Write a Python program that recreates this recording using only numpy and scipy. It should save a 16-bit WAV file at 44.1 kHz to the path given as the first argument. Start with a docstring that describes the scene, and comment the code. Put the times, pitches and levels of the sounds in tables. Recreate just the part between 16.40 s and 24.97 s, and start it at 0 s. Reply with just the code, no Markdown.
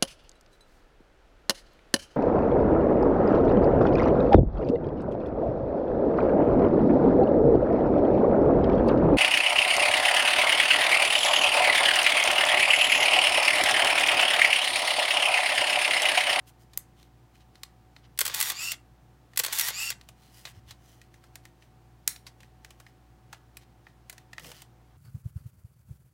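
"""Small clicks and finger rubs, close to one microphone: a motorised film camera is being handled over a
book in a small room. The shutter fires twice; each time mirror and blades clack, and the geared winder
grinds under load, runs free and stops. Then the rewind knob snaps up and its crank is fiddled with.
Mains hum and faint room noise lie underneath."""
import sys
import numpy as np
from scipy import signal
from scipy.fft import rfft, irfft, next_fast_len
from scipy.io import wavfile
from scipy.ndimage import uniform_filter1d, map_coordinates

SR = 44100
rng = np.random.default_rng(int(sys.argv[2]) if len(sys.argv) > 2 else 0)


def wav_record(signal):
    """Record a signal, one row per channel, as 16-bit PCM in the file named by sys.argv[1]."""
    frames = np.transpose(np.atleast_2d(signal))
    bounded = np.clip(frames, -1, 1)
    # unit amplitude maps onto the largest positive 16-bit level
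    quanta = np.round(bounded * 32767).astype(np.int16)
    wavfile.write(sys.argv[1], SR, quanta)


N = 377937
LEAD = 128  # samples of silence ahead of each contact

# The two shots. Each row: release in seconds, extra whine at standstill in dB, extra rattle brightness
# at full speed in dB.
RELEASES = [(1.7895, -6, -1), (2.9739, 5, 1.5)]
# Mirror, blades, cams and end stop striking. Each row: seconds after release, then relative level,
# knock and brightness in dB.
SHUTTER_BLOWS = [(-.014, -40, -18.5, -1.5), (0, -20.5, -23, 3.5), (.017, -25, -19.5, 8),
                 (0.0231, -18.5, -12.5, -1.5), (0.0622, -30, -14.5, 4.5), (0.065, -27, -13, -2),
                 (0.0734, -24.5, -14, 1), (.089, -27.5, -10.5, 1.5), (.1086, -32.5, -6, -13),
                 (0.1516, -28, -15, 0.5), (.156, -26.5, -16.5, 3), (0.212, -26.5, -17, 7),
                 (.2214, -21, -24.5, 3.5), (0.2364, -24.5, -23.5, 5), (0.3109, -24, -17, -0.5),
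                 (.329, -34.5, -5, 2), (0.5285, -26, -18, 1.5)]
# Mirror box and shutter frame ringing. Each row: pitch in Hz, width in Hz, gain in dB.
FRAME_MODES = [(404, 22, 0), (1119, 89, -4), (1556, 95, -6), (2070, 120, -2.5), (3370, 230, -7),
               (4360, 330, -4), (7900, 160, -3), (10200, 88, -6.5), (13110, 200, -12)]
def shutter(gain_db, t60):
    """Mirror, blades and cams slam home inside their frame, in the same order at every release."""
    out = np.zeros(N)
    for release, *_ in RELEASES:
        for delay, db, knock_db, bright_db in SHUTTER_BLOWS:
            clack = contact(FRAME_MODES, db, knock_db, bright_db, t60, crack=0.38, crack_t60=0.0054,
                            rise=0.022, shape=1.17, knock_life=1.7, low_hz=380, softness=0.32)
            add(out, release + delay - LEAD / SR, clack)
    return amp(gain_db) * out


# The winder starts, slows as it cocks the springs, runs free and is braked. 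Each row: seconds after
# release, tooth rate in Hz, then relative whine, rattle and rattle brightness in dB.
WINDER_RUN = [(.011, 900.3, -62.5, -43.5, 0), (.052, 1196, -61, -49.5, -6), (.1, 1901, -58, -40.5, -9),
              (.139, 2386, -57, -42, -11), (.171, 2459, -47.5, -37, 3), (.221, 2034, -32.5, -35, -0.5),
              (.266, 1849, -34, -36.5, 2.5), (.316, 2019, -43.5, -34.5, 3), (.346, 2150, -45, -44.5, -15),
              (.395, 2454, -35.5, -46, -1.5), (.445, 2669, -32.5, -42, 5), (.527, 2760, -36, -48, 3.5),
              (.556, 1698, -45, -41.5, -23)]
# Partials of the whine. Each row: multiple of the tooth rate, relative level in dB.
TOOTH_PARTIALS = [(.5, -4), (1, 0), (2, -4), (3, -5)]
# The gear housing ringing. Each row: pitch in Hz, width in Hz, gain in dB.
HOUSING_MODES = [(2070, 110, -4.5), (2790, 250, 0.5), (4690, 500, 0.5), (5590, 400, -0.5), (7070, 800, 0.5)]
# Wheels and plates of the gear train ringing. 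Each row: pitch in Hz, width in Hz, gain in dB.
WHEEL_MODES = [(1928, 86, 1.5), (2500, 120, -6.5), (3553, 300, 1.5), (4530, 160, -7), (6630, 260, -6),
               (12900, 360, -0.5)]
# Colour of the gear rattle. Each row: frequency in Hz, relative level in dB.
RATTLE_SPECTRUM = [(200, -19.5), (600, -11.5), (850, -1.5), (1400, -0.5), (4000, -1), (10000, -3),
                   (16000, -5.5)]
def winder(jitter, throb, flutter_db, rattle_throb, whir_db, whine_gain_db, rattle_gain_db):
    """Meshing teeth whine through the housing, slower under load; the gears rattle with every turn."""
    out = np.zeros(N)
    times, *columns = np.transpose(WINDER_RUN)
    t = np.arange(times[0], times[-1], 1 / SR)
    n = len(t)
    tooth_hz, whine_db, rattle_db, bright_db = [np.interp(t, times, column) for column in columns]
    slack = (tooth_hz / tooth_hz.max()) ** 2  # unloaded gears wander in their backlash
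    housing = lambda hz: sum(resonances([mode], hz) ** 2 for mode in HOUSING_MODES) / (1 + hz / 3000)
    wheels = lambda hz: amp(along(RATTLE_SPECTRUM, hz)) * (1 + resonances(WHEEL_MODES, hz))
    for release, load_db, free_bright_db in RELEASES:
        phase = 2 * np.pi * np.cumsum(tooth_hz * (1 + jitter * slack * wobble(1400, n))) / SR
        turn = np.sin(phase / 13)  # a pinion of thirteen teeth
        whine = np.zeros(n)
        for k, db in TOOTH_PARTIALS:  # each swells as it sweeps through a resonance
            boost = np.abs(resonances(HOUSING_MODES, k * tooth_hz))
            whine += amp(db + flutter_db * wobble(300, n)) * boost * np.sin(k * phase)
        whir = unit(filtered(rng.standard_normal(n), housing))  # uneven strikes ring the housing
        gears = (amp(whine_gain_db) * whine + amp(whir_db) * slack * whir) * (1 + throb * turn)
        gears *= amp(whine_db + load_db * (1 - slack))
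        impacts = grains(n, rate=2400, spread_db=-0.5, smooth=0.7) * (1 + rattle_throb * turn)
        rattle = brighten(unit(filtered(impacts, wheels)), bright_db + free_bright_db * slack)
        add(out, release + times[0], gears + amp(rattle_db + rattle_gain_db) * rattle)
    return out


# Clicks under the fingers, close to the microphone. Each row: start in seconds, part, relative level
# in dB, brightness in dB.
CLICKS = [(.334, "body", -49, -4.5), (0.375, "lock", -34.5, 13), (.6285, "switch", -53.5, -6),
          (0.9543, "catch", -57, -11), (1.155, "switch", -49.5, -11), (1.2336, "switch", -33.5, -4),
          (1.5641, "switch", -45, -21), (2.934, "crank", -50, -13), (3.612, "switch", -47, -10.5),
          (3.688, "grip", -44.5, -2.5), (4.0525, "body", -33, -10.5), (4.0694, "body", -39.5, -23),
          (4.3083, "body", -40, -6), (4.6155, "crank", -48, -9), (4.7416, "crank", -52, -8),
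          (4.8387, "hinge", -54, -5.5), (4.9557, "crank", -41.5, 0), (5.053, "crank", -45.5, -5.5),
          (5.2231, "catch", -52.5, -14.5), (5.6771, "knob", -20.5, 4.5), (5.761, "switch", -43, -8),
          (5.866, "shaft", -38.5, -8), (6.0042, "grip", -51, -8), (6.0309, "crank", -49, -11),
          (6.2471, "crank", -42, -7.5), (6.3057, "grip", -47.5, -3.5), (6.4004, "hinge", -50, -2.5),
          (6.465, "crank", -47, -18), (6.9282, "hinge", -39, -7), (6.945, "grip", -51, -13),
          (7.1701, "catch", -41, -0.5), (7.4675, "crank", -45, -30), (7.6975, "crank", -37, -1),
          (7.7273, "hinge", -49, 2), (7.7803, "crank", -45, -6.5), (7.9316, "crank", -38.5, -13),
          (7.981, "crank", -32.5, -17.5), (7.9961, "grip", -45, -3), (8.0455, "grip", -42.5, -8),
          (8.1163, "grip", -41.5, -5.5), (8.2198, "grip", -45.5, 1)]
# The parts that click. Each entry: ring in Hz, decay (t60) in seconds, knock in dB.
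CLICKING_PARTS = {"lock": (12700, .0094, -12.5), "knob": (5600, .012, -23), "switch": (4130, .02, -15),
                  "body": (4000, .042, -11), "grip": (2950, .03, -7), "catch": (2520, .023, -18),
                  "shaft": (4620, .07, -13), "crank": (1920, .023, -12), "hinge": (1570, .04, -1)}
# The camera shell ringing. Each row: pitch in Hz, width in Hz, gain in dB.
SHELL_MODES = [(805, 230, -6), (1110, 76, -4), (1989, 170, 0), (2480, 99, 2.5), (4040, 760, -6.5),
               (6760, 3300, -2.5)]
def controls(gain_db, ring_db, ring_width, crack):
    """Each touched part adds its own ring to that of the shell; bright clicks crack hardest."""
    out = np.zeros(N)
    for start, part, db, bright_db in CLICKS:
        ring_hz, t60, knock_db = CLICKING_PARTS[part]
        modes = SHELL_MODES + [(ring_hz, ring_width * ring_hz, ring_db)]
        click = contact(modes, db, knock_db, bright_db, t60, crack=crack * amp(bright_db / 2),
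                        crack_t60=0.0045, rise=0.017, shape=0.97, knock_life=1.0, low_hz=546,
                        softness=0.59)
        add(out, start - LEAD / SR, click)
    return amp(gain_db) * out


def contact(modes, db, knock_db, bright_db, t60, crack, crack_t60, rise, shape, knock_life, low_hz,
            softness):
    """Small parts meet with a sharp crack and a brief chatter, coloured by the modes of the body."""
    t = np.maximum(np.arange(-LEAD, SR // 12) / SR, 0)
    onset = 1 - np.exp(-t / (rise * t60))  # long contacts also build up slowly
    chatter = lambda life: onset * np.exp(-(np.log(1000) * t / life) ** shape)
    snap = crack * amp(-60 * t / crack_t60) * (t > 0)
    tilt = lambda hz: amp(softness * min(bright_db, 0) * np.log2(1 + hz / 2000))  # soft means dull

    def struck(envelope, edges_hz):
        ringing = filtered(burst(envelope), lambda hz: tilt(hz) * (1 + resonances(modes, hz)))
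        return unit(bandpass(ringing, edges_hz))

    knock = struck(chatter(knock_life * t60), [low_hz, 1300])
    clack = struck(chatter(t60) + snap / 2, [1400, 6500])
    tick = struck(chatter(t60) + snap, [6600, 16500])
    return amp(db) * (amp(knock_db) * knock + clack + amp(bright_db) * tick)


# The rewind shaft and its spring ringing. Each row: pitch in Hz, width in Hz, gain in dB.
SHAFT_MODES = [(2100, 500, -6), (4150, 390, 0), (5577, 110, 4.5), (7014, 500, -4.5), (8689, 600, -3),
               (10400, 820, -4.5), (13290, 2000, -10.5)]
def rewind_knob(start, level_db, t60):
    """The knob snaps up, and its sprung shaft buzzes briefly against the stop."""
    out = np.zeros(N)
    t = np.arange(SR // 4) / SR
    buzz = unit(filtered(rng.standard_normal(len(t)), lambda hz: resonances(SHAFT_MODES, hz)))
    add(out, start, amp(level_db - 60 * t / t60) * buzz)
    return out


# Fingers sliding on the body. 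Each row: centre and half length in seconds, level and brightness in dB.
SLIDES = [(0.086, 0.017, -58, 7.5), (0.221, .025, -67.5, 5.5), (0.599, .03, -63.5, -1),
          (1.014, .015, -63, -6.5), (1.65, 0.015, -59.5, -24), (3.856, 0.07, -63.5, 1.5),
          (3.98, 0.056, -58.5, 5.5), (4.082, 0.031, -53.5, 3.5), (4.164, .03, -63, -3),
          (4.3, 0.026, -54, -2.5), (4.501, 0.083, -64, 3), (7.224, 0.018, -61.5, -4),
          (8.075, 0.053, -51.5, 3.5), (8.177, .05, -54.5, -0.5)]
# Colour of skin on leatherette. Each row: frequency in Hz, relative level in dB.
SKIN_SPECTRUM = [(300, -21.5), (900, 1), (2000, 1.5), (4500, -0.5), (8000, -2), (15000, -5)]
# The hollow camera back ringing. Each row: pitch in Hz, width in Hz, gain in dB.
BACK_MODES = [(1960, 250, -2), (3070, 360, 4), (4130, 150, -2), (5000, 360, -4), (5896, 360, -4.5)]
def fingers(slip_lag_s, slip_half_s, slip_db):
    """Skin catches and slips on the leatherette, in slides and a little at every click."""
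    out = np.zeros(N)
    click_slips = [(start + slip_lag_s, slip_half_s, slip_db, 0) for start, *_ in CLICKS]
    for centre, half, db, bright_db in SLIDES + click_slips:
        t = np.arange(-2 * half, 2 * half, 1 / SR)
        catches = grains(len(t), rate=900, spread_db=8, smooth=0.81)
        squeak = [(rng.uniform(2600, 6000), 350, 1)]  # each grip squeaks at its own pitch
        colour = lambda hz: amp(along(SKIN_SPECTRUM, hz)) * (0.87 + resonances(BACK_MODES + squeak, hz))
        rub = brighten(unit(filtered(catches, colour)), bright_db)
        add(out, centre + t[0], amp(db) * swell(t, half) * rub)
    return out


# The body shifting in the hands. Each row: centre and half length in seconds, level in dB, pitch in Hz.
GRIP_SHIFTS = [(.5, 0.17, -62, 133), (2.75, 0.24, -70.5, 135), (4.17, .05, -52.5, 96),
               (4.3, 0.037, -54, 70.6), (8.07, .06, -56.5, 147), (8.059, 0.039, -62, 280),
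               (8.08, 0.051, -56, 510)]
def bumps():
    """The body thuds softly in the grip."""
    out = np.zeros(N)
    for centre, half, db, pitch in GRIP_SHIFTS:
        t = np.arange(-2 * half, 2 * half, 1 / SR)
        mode = [(pitch, .6 * pitch, 0)]
        thud = unit(filtered(rng.standard_normal(len(t)), lambda hz: resonances(mode, hz) ** 2))
        add(out, centre + t[0], amp(db) * swell(t, half) * thud)
    return out


# The small room dying away. Each row: frequency in Hz, decay (t60) in seconds.
ROOM_DECAY = [(400, 0.13), (1300, 0.34), (3500, 0.16), (9000, 0.18), (15000, 0.075)]
def room(x, near_db, wall_db, wall_delay):
    """Scatter from hands and desk reaches the microphone at once; the walls answer a little later."""
    hz, frame_s, spectrum = signal.stft(rng.standard_normal(SR // 2), SR, nperseg=256)
    decay = amp(-60 * frame_s / along(ROOM_DECAY, hz)[:, None])
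    _, walls = signal.istft(spectrum * decay, SR, nperseg=256)
    t = np.arange(len(walls)) / SR
    walls *= np.clip((t - wall_delay) / 0.00083, 0, 1)
    near = rng.standard_normal(len(t)) * amp(-60 * t / 0.078) * (t > .002)
    answer = amp(wall_db) * walls / np.linalg.norm(walls) + amp(near_db) * near / np.linalg.norm(near)
    return x + signal.fftconvolve(x, answer)[:N]


# Mains hum in the room. Each row: frequency in Hz, relative level in dB.
HUM_TONES = [(59.2, -62), (118.4, -62.5), (290.7, -77), (344.5, -73.5), (699.8, -84.5), (748.3, -72.5),
             (877.5, -82.5)]
# Colour of the room noise. Each row: frequency in Hz, relative level in dB.
AIR_SPECTRUM = [(25, -34), (42, -21), (60, -12.5), (84, -18.5), (105, -8.5), (128, -6.5), (200, -13),
                (300, -17), (600, -23), (800, -21), (2160, -32), (6000, -39.5), (12500, -45),
                (16000, -41.5)]
def room_tone(air_db, hum_db, waver_db):
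    """An appliance hums, slightly unsteady, over dull room noise."""
    t = np.arange(N) / SR
    hum = np.zeros(N)
    for hz, db in HUM_TONES:
        hum += amp(db + waver_db * wobble(6, N)) * np.sin(2 * np.pi * hz * t + .25 * wobble(5, N))
    air = unit(filtered(rng.standard_normal(N), lambda hz: amp(along(AIR_SPECTRUM, hz))))
    return amp(hum_db) * hum + amp(air_db) * air


def amp(db):
    """Decibels to gain."""
    return 10 ** (np.asarray(db) / 20)


def unit(x):
    """Scale to rms 1."""
    return x / np.sqrt(np.mean(x ** 2) + 1e-20)


def along(points, hz):
    """Interpolate (Hz, value) points on a log frequency axis."""
    knots_hz, values = np.transpose(points)
    return np.interp(np.log(hz + 1), np.log(knots_hz + 1), values)


def filtered(x, response):
    """Multiply the spectrum of x by response(hz)."""
    n = x.shape[-1]
    padded = next_fast_len(n + 4096)
    return irfft(rfft(x, padded) * response(np.fft.rfftfreq(padded, 1 / SR)), padded)[..., :n]


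def resonances(modes, hz):
    """Causal response of (Hz, width, dB) modes."""
    return sum(amp(db) * 1j * hz * width / (pitch ** 2 - hz ** 2 + 1j * hz * width)
               for pitch, width, db in modes)


def bandpass(x, edges_hz):
    """A causal band filter."""
    return signal.sosfilt(signal.butter(3, edges_hz, "bandpass", fs=SR, output="sos"), x)


def brighten(x, db):
    """Raise or lower the treble above 6500 Hz."""
    treble = filtered(x, lambda hz: 1 / (1 + (6500 / (hz + 1)) ** 6))
    return x + (amp(db) - 1) * treble


def wobble(rate, n):
    """A smooth random curve, rate knots a second."""
    return map_coordinates(rng.standard_normal(int(n * rate / SR) + 4), [np.arange(n) * rate / SR])


def swell(t, half):
    """A soft rise and fall around time zero."""
    return np.exp(-(t / half) ** 2)


def grains(n, rate, spread_db, smooth):
    """Tiny impacts of uneven size over a smooth hiss."""
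    hits = (rng.random(n) < rate / SR) * rng.choice([-1, 1], n)
    sizes = amp(spread_db * rng.uniform(-1, 1, n))
    return unit(unit(hits * sizes) + smooth * rng.standard_normal(n))


def burst(envelope):
    """A noise burst with its spectrum evened out."""
    spectrum = rfft(envelope * rng.standard_normal(len(envelope)))
    power = np.abs(uniform_filter1d(np.abs(spectrum) ** 2, size=70))
    return irfft(spectrum / np.sqrt(power + 1e-20), len(envelope))


def add(track, start, x):
    """Mix x into the track from start seconds."""
    i = max(round(start * SR), 0)
    track[i:i + len(x)] += x[:len(track) - i]


def scene():
    """The camera close to one microphone, the small room behind it."""
    handling = controls(gain_db=-15.5, ring_db=7.0, ring_width=.17, crack=1.8)
    handling += rewind_knob(start=5.678, level_db=-35.5, t60=0.22)
    handling += fingers(slip_lag_s=.012, slip_half_s=.033, slip_db=-69) + bumps()
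    shots = winder(jitter=.019, throb=0.31, flutter_db=3.5, rattle_throb=0.22, whir_db=-4.0,
                   whine_gain_db=-1, rattle_gain_db=2.5)
    shots += shutter(gain_db=-16.5, t60=0.026)
    camera = room(handling, near_db=-17.5, wall_db=-18.5, wall_delay=0.011)
    camera += room(shots, near_db=-13.5, wall_db=-18.5, wall_delay=0.0061)
    return (camera + room_tone(air_db=-61.5, hum_db=3.0, waver_db=1.5))[None]


def record(dry):
    """The treble ends steeply at 15900 Hz."""
    return filtered(dry, lambda hz: 1 / np.sqrt(1 + (hz / 15900) ** 160))


dry = scene()
out = record(dry)
wav_record(out)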